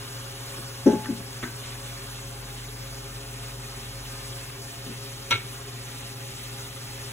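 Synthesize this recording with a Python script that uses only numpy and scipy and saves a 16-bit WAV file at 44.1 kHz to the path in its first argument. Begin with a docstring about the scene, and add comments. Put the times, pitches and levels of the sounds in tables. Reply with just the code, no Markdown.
"""A covered steel stockpot boils on a gas burner in a small kitchen, heard from just above the lid.
Throughout, banded noise makes the flame hiss, tiny decaying sines fizz as bubbles and a fan hums.
A load shifts with soft noise rumbles; something heavy is then set down with a few dull thuds, and a
utensil knocks lightly. Late on, a piece of cookware clanks over a short low boom of the hob panel.
Struck things are bursts of noise for their crowded modes, with decaying sines for the clear ones."""
import sys
import numpy as np
from scipy import signal
from scipy.fft import rfft, irfft
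from scipy.io import wavfile

SR = 44100
rng = np.random.default_rng(int(sys.argv[2]) if len(sys.argv) > 2 else 0)


def file_out(sig):
    """Save sig as 16-bit WAV at sys.argv[1]."""
    # one column per channel
    cols = np.atleast_2d(sig).T
    # limit, then scale
    lim = np.clip(cols, -1, 1)
    pcm = np.round(lim * 32767).astype(np.int16)
    wavfile.write(sys.argv[1], SR, pcm)


N = 313992
TIME = np.arange(N) / SR  # s
FREQ = np.maximum(np.arange(N // 2 + 1) * SR / N, 1)  # Hz, kept above 0 for logarithms

# burner hiss: (frequency [Hz], density [dB per Hz])
HISS_SPECTRUM = [(150, -113), (500, -91.5), (1000, -80.3), (1800, -80.8), (2900, -79.8), (4200, -80.3),
                 (5700, -82), (6700, -84), (7500, -83), (8400, -81.5), (9900, -83), (11200, -87),
                 (12500, -88), (13800, -90.3), (15500, -90.5)]
# slow course of the hiss that flame and boil share; only its swing counts: (time [s], level [dB])
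HISS_LEVEL_COURSE = [(0.0, -46.5), (2.2, -47), (3.05, -48), (3.88, -47.5), (5.25, -46.5), (5.73, -48),
                     (6.2, -46.5), (7.12, -46.5)]
# reflections off the hob and the wall behind it: (delay [ms], level [dB])
HOB_BOUNCES = [(1.7, -16.5), (3.4, -16), (5.6, -8.5), (8.3, -18.5)]

# air rushing through the fan: (frequency [Hz], density [dB per Hz])
FAN_AIR_SPECTRUM = [(22, -98), (33, -80), (45, -72), (65, -76), (92, -71.5), (125, -66.5), (165, -81.5),
                    (240, -73), (330, -81), (480, -85), (650, -99), (1000, -83.5), (3000, -105)]
# duct resonances rung by the air: (frequency [Hz], width [Hz], peak density [dB per Hz])
DUCT_RESONANCES = [(402.3, 17, -65.5), (543.8, 9.8, -69.5), (688.4, 21.5, -73), (816, 19.3, -71.5)]
# tones of the three-bladed fan: (multiple of the shaft rate, level [dB])
FAN_TONES = [(2, -78), (3, -53.5), (6, -57.5), (12, -57)]

# soft shifts of the load: (time [s], length [s], level before colouring [dB])
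LOAD_SHIFTS = [(0.567, 0.051, -67), (1.163, 0.092, -69), (4.852, 0.087, -63.5)]
# colour of their rumble: (frequency [Hz], gain [dB])
LOAD_SHIFT_COLOUR = [(60, -20), (130, -3), (240, 6), (340, -1.5), (500, -14), (1500, -45)]

# heavy thing set down: (time [s], level [dB], contact [ms])
THUD_BLOWS = [(0.8586, 0.5, 0.031), (.8865, -15, .41), (0.9229, -9.5, 0.15), (0.9506, -13.5, 0.67),
              (1.0843, -4.5, 0.81)]
# broad tones of the flexing worktop: (frequency [Hz], level [dB], rise before contact slows it [ms])
WORKTOP_TONES = [(185, -25.5, 30), (229, -15.3, 21.7), (273, -7.5, 9.7), (348, -15.5, 16),
                 (409.7, -20.5, 25), (540, -20, 11.3), (660, -29, 8)]
# ring of a pan on the worktop: (frequency [Hz], level [dB], t60 [s])
PAN_RING = [(856, -23.5, 0.65), (1555, -34, 0.34), (1640, -42, .2), (1760, -42, .15)]
# colour of the thuds' crowd of short-lived modes: (frequency [Hz], relative level [dB])
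THUD_COLOUR = [(100, -2), (165, 5), (240, -5), (380, 14), (650, 9), (1100, -6.5), (1700, -5), (2200, -18),
               (3000, -14), (4500, -17), (5800, -3), (7500, -16.5), (10000, -15)]

# light knocks of a utensil: (time [s], level [dB], contact [ms])
KNOCK_BLOWS = [(1.044, -3.5, 0.021), (1.057, -0.5, 0.023), (1.428, 2, .012), (1.434, 5, 0.025),
               (1.441, 0, 0.044), (1.449, 1.5, .1), (1.474, -4, .05)]
# ring of the utensil: (frequency [Hz], level [dB], t60 [s])
UTENSIL_RING = [(245.5, -36.5, 0.09), (954, -46, 0.11), (1180, -46, .1), (1270, -44, 0.11), (1355, -47, .1),
                (1545, -44, 0.22), (1605, -44.5, 0.13), (1785, -42, .09), (2050, -49, .08),
                (2410, -45.5, .07), (3350, -49, .06)]
# colour of its crowd of short-lived modes: (frequency [Hz], relative level [dB])
KNOCK_COLOUR = [(150, 3), (330, 10), (700, -5), (1300, 3), (1850, 6), (2300, 1), (2800, -5), (3700, -3),
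                (6000, -20), (10000, -14)]

# cookware lands and chatters: (time [s], level [dB], contact [ms])
CLANK_BLOWS = [(5.305, -16, .01), (5.308, -1.5, 0.0055), (5.3152, 3.5, 0.033), (5.3215, -4, 0.049),
               (5.347, -11, 0.04)]
# ring of the damped metal: (frequency [Hz], level [dB], t60 [s])
CLANK_RING = [(395, -42.5, 0.3), (873, -36, 0.078), (960, -22, 0.034), (1355, -21, 0.125),
              (1430, -35, 0.09), (1545, -34, 0.12), (1660, -33, .08), (2188, -20, 0.11), (2225, -20, 0.096),
              (2321, -23, 0.15), (2797, -28, 0.13), (2980, -34.5, 0.13), (3080, -36, .1), (3448, -39, 0.1),
              (3825, -27, 0.09), (3950, -20, 0.075), (5780, -21, 0.038)]
# colour of its crowd of short-lived modes: (frequency [Hz], relative level [dB])
CLANK_COLOUR = [(100, -13), (400, 2), (700, -8), (1150, -9), (1400, 5), (1850, -6), (2300, 3), (3000, 6),
                (3800, 8), (5000, -11), (7000, -11), (10000, -21), (15000, -25)]

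# the two microphone ports:
# (frequency [Hz], phase by which the left leads [rad], likeness [0-1], left minus right [dB])
MIC_PORTS = [(50, 0, 1, .4), (130, 0, .995, 1.2), (280, 0, .92, 3.2), (550, 0, .6, 1.5), (800, 0, .1, 1.5),
             (1400, 0, .45, 1), (2300, 1, .4, -.3), (3300, 1.7, .55, 0), (4700, 3.14, .9, 0)]


def undb(db):
    """Decibels to gain."""
    return 10 ** (np.asarray(db) / 20)


def shape(points):
    """Gain at every frequency from (Hz, dB) points, joined along a logarithmic pitch axis."""
    hz, db = np.transpose(points)
    return undb(np.interp(np.log(FREQ), np.log(hz), db))


def noise(gain):
    """Noise whose density per Hz follows the gain."""
    return irfft(rfft(rng.standard_normal(N)) * gain, N) * np.sqrt(SR / 2)


def walk(rate):
    """Continuous random wander with a spread near 1, changing about rate times a second."""
    steps = rng.standard_normal(8000)
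    return 1.19 * np.interp(TIME * 2 * rate, np.arange(len(steps)), steps)


def fade(t60, t):
    """Exponential decay that loses 60 dB in t60 seconds."""
    return np.exp(-np.log(1000) * t / t60)


def ports(near, stray, lag_s=0.000236):
    """Both ports share the near sound, a little apart in time; stray reflections reach them unalike."""
    hz, *columns = np.transpose(MIC_PORTS)
    lead, alike, tilt_db = (np.interp(FREQ, hz, column) for column in columns)
    # in the treble, above the last row, the right port lags further by a constant time
    lead = lead + 2 * np.pi * lag_s * np.maximum(FREQ - hz[-1], 0)
    sides = np.array([[1], [-1]])  # left, right
    shared = rfft(near) * np.sqrt((1 + alike) / 2)
    unlike = sides * rfft(stray) * np.sqrt((1 - alike) / 2)
    return irfft((shared + unlike) * undb(sides * tilt_db / 2) * np.exp(0.5j * sides * lead), N)


def heat(depth=0.97):
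    """Slow swell of the flame and the boil about their usual level, in dB."""
    db = np.interp(TIME, *np.transpose(HISS_LEVEL_COURSE))
    return depth * (db - np.mean(db))


def bounced(x, sway_ms=0.11, sway_hz=0.9):
    """Close reflections comb the hiss; the teeth slide as the hand that holds the microphone sways."""
    out, power = x.copy(), 1
    for delay_ms, db in HOB_BOUNCES:
        delay_s = (delay_ms + sway_ms * walk(sway_hz)) / 1000
        source = np.rint((TIME - delay_s) * SR).astype(int)
        out += undb(db) * np.take(x, source, mode="wrap")
        power += undb(db) ** 2
    return out / np.sqrt(power)


def burner(flutter_db=0.6, flicker_db=1.34, flicker_hz=24, swell=0.96):
    """Gas jets hiss: the whole flame flutters a little and each band flickers on its own."""
    edges_hz = [0, 1700, 2700, 4200, 5700, 7500, 9500, 12000, SR / 2]
    colour = shape(HISS_SPECTRUM)
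    flutter = flutter_db * walk(5.6)
    air = np.array([rfft(noise(colour)) for _ in range(2)])
    # the low roar starts 3.5 dB louder and settles steadily over 4 s
    roar = 3.5 * np.maximum(1 - TIME / 4, 0)
    out = 0
    for low, high in zip(edges_hz, edges_hz[1:]):
        drift = roar if low == 0 else swell * heat()
        band = irfft(air * ((FREQ >= low) & (FREQ < high)), N)
        out = out + band * undb(drift + flutter + flicker_db * walk(flicker_hz))
    near, stray = out
    return ports(bounced(near), bounced(stray))


def fizz(db=-56, spread_db=4.0, cycles=14, low_hz=1100, high_hz=11000, count=1800):
    """Tiny steam bubbles collapse on the hot pot floor, each a few cycles of ring; few are large."""
    t = np.arange(512) / SR
    out = np.zeros((2, N + len(t)))
    for k, (when, pitch, luck) in enumerate(rng.random((count, 3))):
        hz = low_hz * (high_hz / low_hz) ** pitch
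        size = undb(db - spread_db * np.log(max(luck, 0.004)))  # the floor caps the largest
        start = int(when * N)
        ring = np.sin(2 * np.pi * hz * t) * fade(cycles / hz, t)
        out[k % 2, start:start + len(t)] += size * ring  # near and stray in turn
    return ports(*out[:, :N] * undb(heat()))


def drone_level(db=-55, db_per_s=0.17, swell_db=7.5, waver_db=0.5, waver_hz=2.9):
    """Level of the shaft drone in dB: it grows slowly, wavers while weak and steadies in one swell."""
    start_s, rise_s, end_s, fall_s = 1.3, 0.85, 4.5, 0.25
    rise, fall = (TIME - start_s) / rise_s, (end_s - TIME) / fall_s
    swell = np.clip(np.minimum(rise, fall), 0, 1)
    return db + db_per_s * TIME + swell_db * swell + waver_db * (1 - swell) * walk(waver_hz)


def fan(shaft_hz=45.55, wobble=0.0015, waver_db=0.5, hum_hz=120.0, hum_db=-42.2):
    """Mains hum, a shaft drone and tones at multiples of its rate, over air that rings the duct."""
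    turn = 2 * np.pi * np.cumsum(shaft_hz * (1 + wobble * walk(1.89))) / SR
    tones = undb(drone_level()) * np.sin(turn)
    tones += undb(hum_db + 0.5 * walk(10.0)) * np.sin(2 * np.pi * hum_hz * TIME)
    for multiple, db in FAN_TONES:
        tones += undb(db + waver_db * walk(1.56)) * np.sin(round(multiple) * turn)
    power = shape(FAN_AIR_SPECTRUM) ** 2
    for hz, width, db in DUCT_RESONANCES:
        detune = (FREQ / hz - hz / FREQ) * hz / width
        power = power + undb(db) ** 2 / (1 + detune ** 2)
    air, stray_air = (noise(np.sqrt(power)) for _ in range(2))
    return ports(np.sqrt(2) * tones + air, stray_air)  # root 2: tone levels are RMS


def shifts():
    """Soft, unpitched rumbles as the load shifts on the worktop: each swells and fades."""
    level = 0
    for when, length, db in LOAD_SHIFTS:
        progress = np.clip((TIME - when) / length, 0, 1)
        level = level + undb(db) * np.sin(np.pi * progress)
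    near, stray = (level * noise(shape(LOAD_SHIFT_COLOUR)) for _ in range(2))
    return ports(near, stray)


def kitchen(x, t60=0.28, gap=0.0031):
    """Reflections from close walls and cupboards; as strong as the sound that goes in."""
    t = TIME[:SR // 2]
    tail = rng.standard_normal(len(t)) * fade(t60, t) * (t > gap)
    return signal.fftconvolve(x, tail / np.linalg.norm(tail))[:N]


def soften(hz, contact):
    """A contact that lasts this many seconds passes little of the high frequencies."""
    return 1 / (1 + (2 * np.pi * hz * contact) ** 2)


def flex(build_up=3, room_db=-17):
    """Each thud flexes the worktop: broad low tones swell at their own pace, beat and die quickly."""
    t = TIME[:SR // 2]
    hz, tone_db, rise_ms = np.transpose(WORKTOP_TONES)[:, :, None]
    out = np.zeros(N + SR)
    for when, db, contact_ms in THUD_BLOWS:
        contact = contact_ms / 1000
        age = t / (rise_ms / 1000 + build_up * contact)  # 1 at the peak
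        swell = undb(db + tone_db) * soften(hz, contact) * (age * np.exp(1 - age)) ** 2
        start = int(when * SR)
        out[start:start + len(t)] += np.sum(swell * np.sin(2 * np.pi * hz * t), axis=0)
    near = out[:N]
    return ports(near + undb(room_db) * kitchen(near), undb(room_db + 7) * kitchen(near))


def struck(blows, modes, body, body_db, body_t60, chatter_db, crack_db, rise_s, room_db=-12,
           ring_rise_s=0.0025, build_up=3, chatter_hz=170, grain_db=2.5, grain_hz=300, crack_t60=0.024):
    """Blows crack and stir a grainy crowd of modes, then clear ones; long contact dulls and swells."""
    t = TIME[:SR]
    hz, mode_db, t60 = np.transpose(modes)[:, :, None]
    crowd_hz = np.arange(SR // 2 + 1)
    colour = np.interp(crowd_hz, FREQ, shape(body))
    colour = colour / np.sqrt(np.mean(colour ** 2))
    energy, out = np.zeros((len(modes), N + SR)), np.zeros((2, N + SR))
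    ring = undb(mode_db) * fade(t60, t) * (1 - np.exp(-t / ring_rise_s))
    for when, db, contact_ms in blows:
        contact = contact_ms / 1000
        start = int(when * SR)
        span = slice(start, start + SR)
        swell = undb(db) * (1 - np.exp(-t / (build_up * contact + rise_s)))
        energy[:, span] += (swell * ring * soften(hz, contact)) ** 2
        push = rfft(rng.standard_normal((2, SR))) * soften(crowd_hz, contact)
        out[:, span] += undb(body_db) * swell * fade(body_t60, t) * irfft(push * colour, SR)
        out[:, span] += undb(db + crack_db) * fade(crack_t60, t) * irfft(push, SR)
    out[:, :N] *= undb(grain_db * walk(grain_hz))
    # the modes swing out of step with each other, and loose contact makes each one chatter
    chatter = undb(chatter_db * np.array([walk(chatter_hz) for _ in modes]))
    stagger = np.arange(len(modes))[:, None] ** 2
    live = np.flatnonzero(energy[0, :N])
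    loudest = max(blows, key=lambda blow: blow[1])
    swing = np.sin(2 * np.pi * hz * (TIME[live] - loudest[0]) + stagger)
    out[0, live] += np.sum(np.sqrt(energy[:, live]) * chatter[:, live] * swing, axis=0)
    near, stray = out[:, :N]
    return ports(near + undb(room_db) * kitchen(near), stray + undb(room_db + 0.5) * kitchen(near))


def thuds():
    """The heavy thing stirs a long, swelling crowd of modes and rings a pan on the worktop."""
    return struck(THUD_BLOWS, PAN_RING, THUD_COLOUR, body_db=-18.5, body_t60=0.25,
                  chatter_db=0.5, crack_db=-50, rise_s=0.0094)


def knocks():
    """The utensil's light, short blows leave a brief ring that chatters strongly."""
    return struck(KNOCK_BLOWS, UTENSIL_RING, KNOCK_COLOUR, body_db=-33.0, body_t60=0.062,
                  chatter_db=4.5, crack_db=-47, rise_s=0.00055)


def clank():
    """Landing cookware cracks sharply and its damped metal rings as it chatters."""
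    return struck(CLANK_BLOWS, CLANK_RING, CLANK_COLOUR, body_db=-21.0, body_t60=0.15,
                  chatter_db=2.5, crack_db=-29, rise_s=0.00046)


def boom(when=5.325, hz=112, db=-28, rise_s=0.027):
    """Under the landing cookware the hob panel swells into a short low boom."""
    age = np.maximum(TIME - when, 0) / rise_s  # 1 at the peak
    return undb(db) * age ** 2 * np.exp(1 - age ** 2) * np.sin(2 * np.pi * hz * (TIME - when))


def scene():
    """The steady stove and fan, with the handling of cookware close by."""
    stove = burner() + fizz() + fan()
    handling = shifts() + flex() + thuds() + knocks() + clank() + boom()
    return stove + handling


def record(dry, top_hz=15650):
    """The recorder cuts off the highest treble with a steep low-pass."""
    return signal.sosfilt(signal.ellip(10, 0.1, 80, top_hz, fs=SR, output="sos"), dry)


dry = scene()
out = record(dry)
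file_out(out)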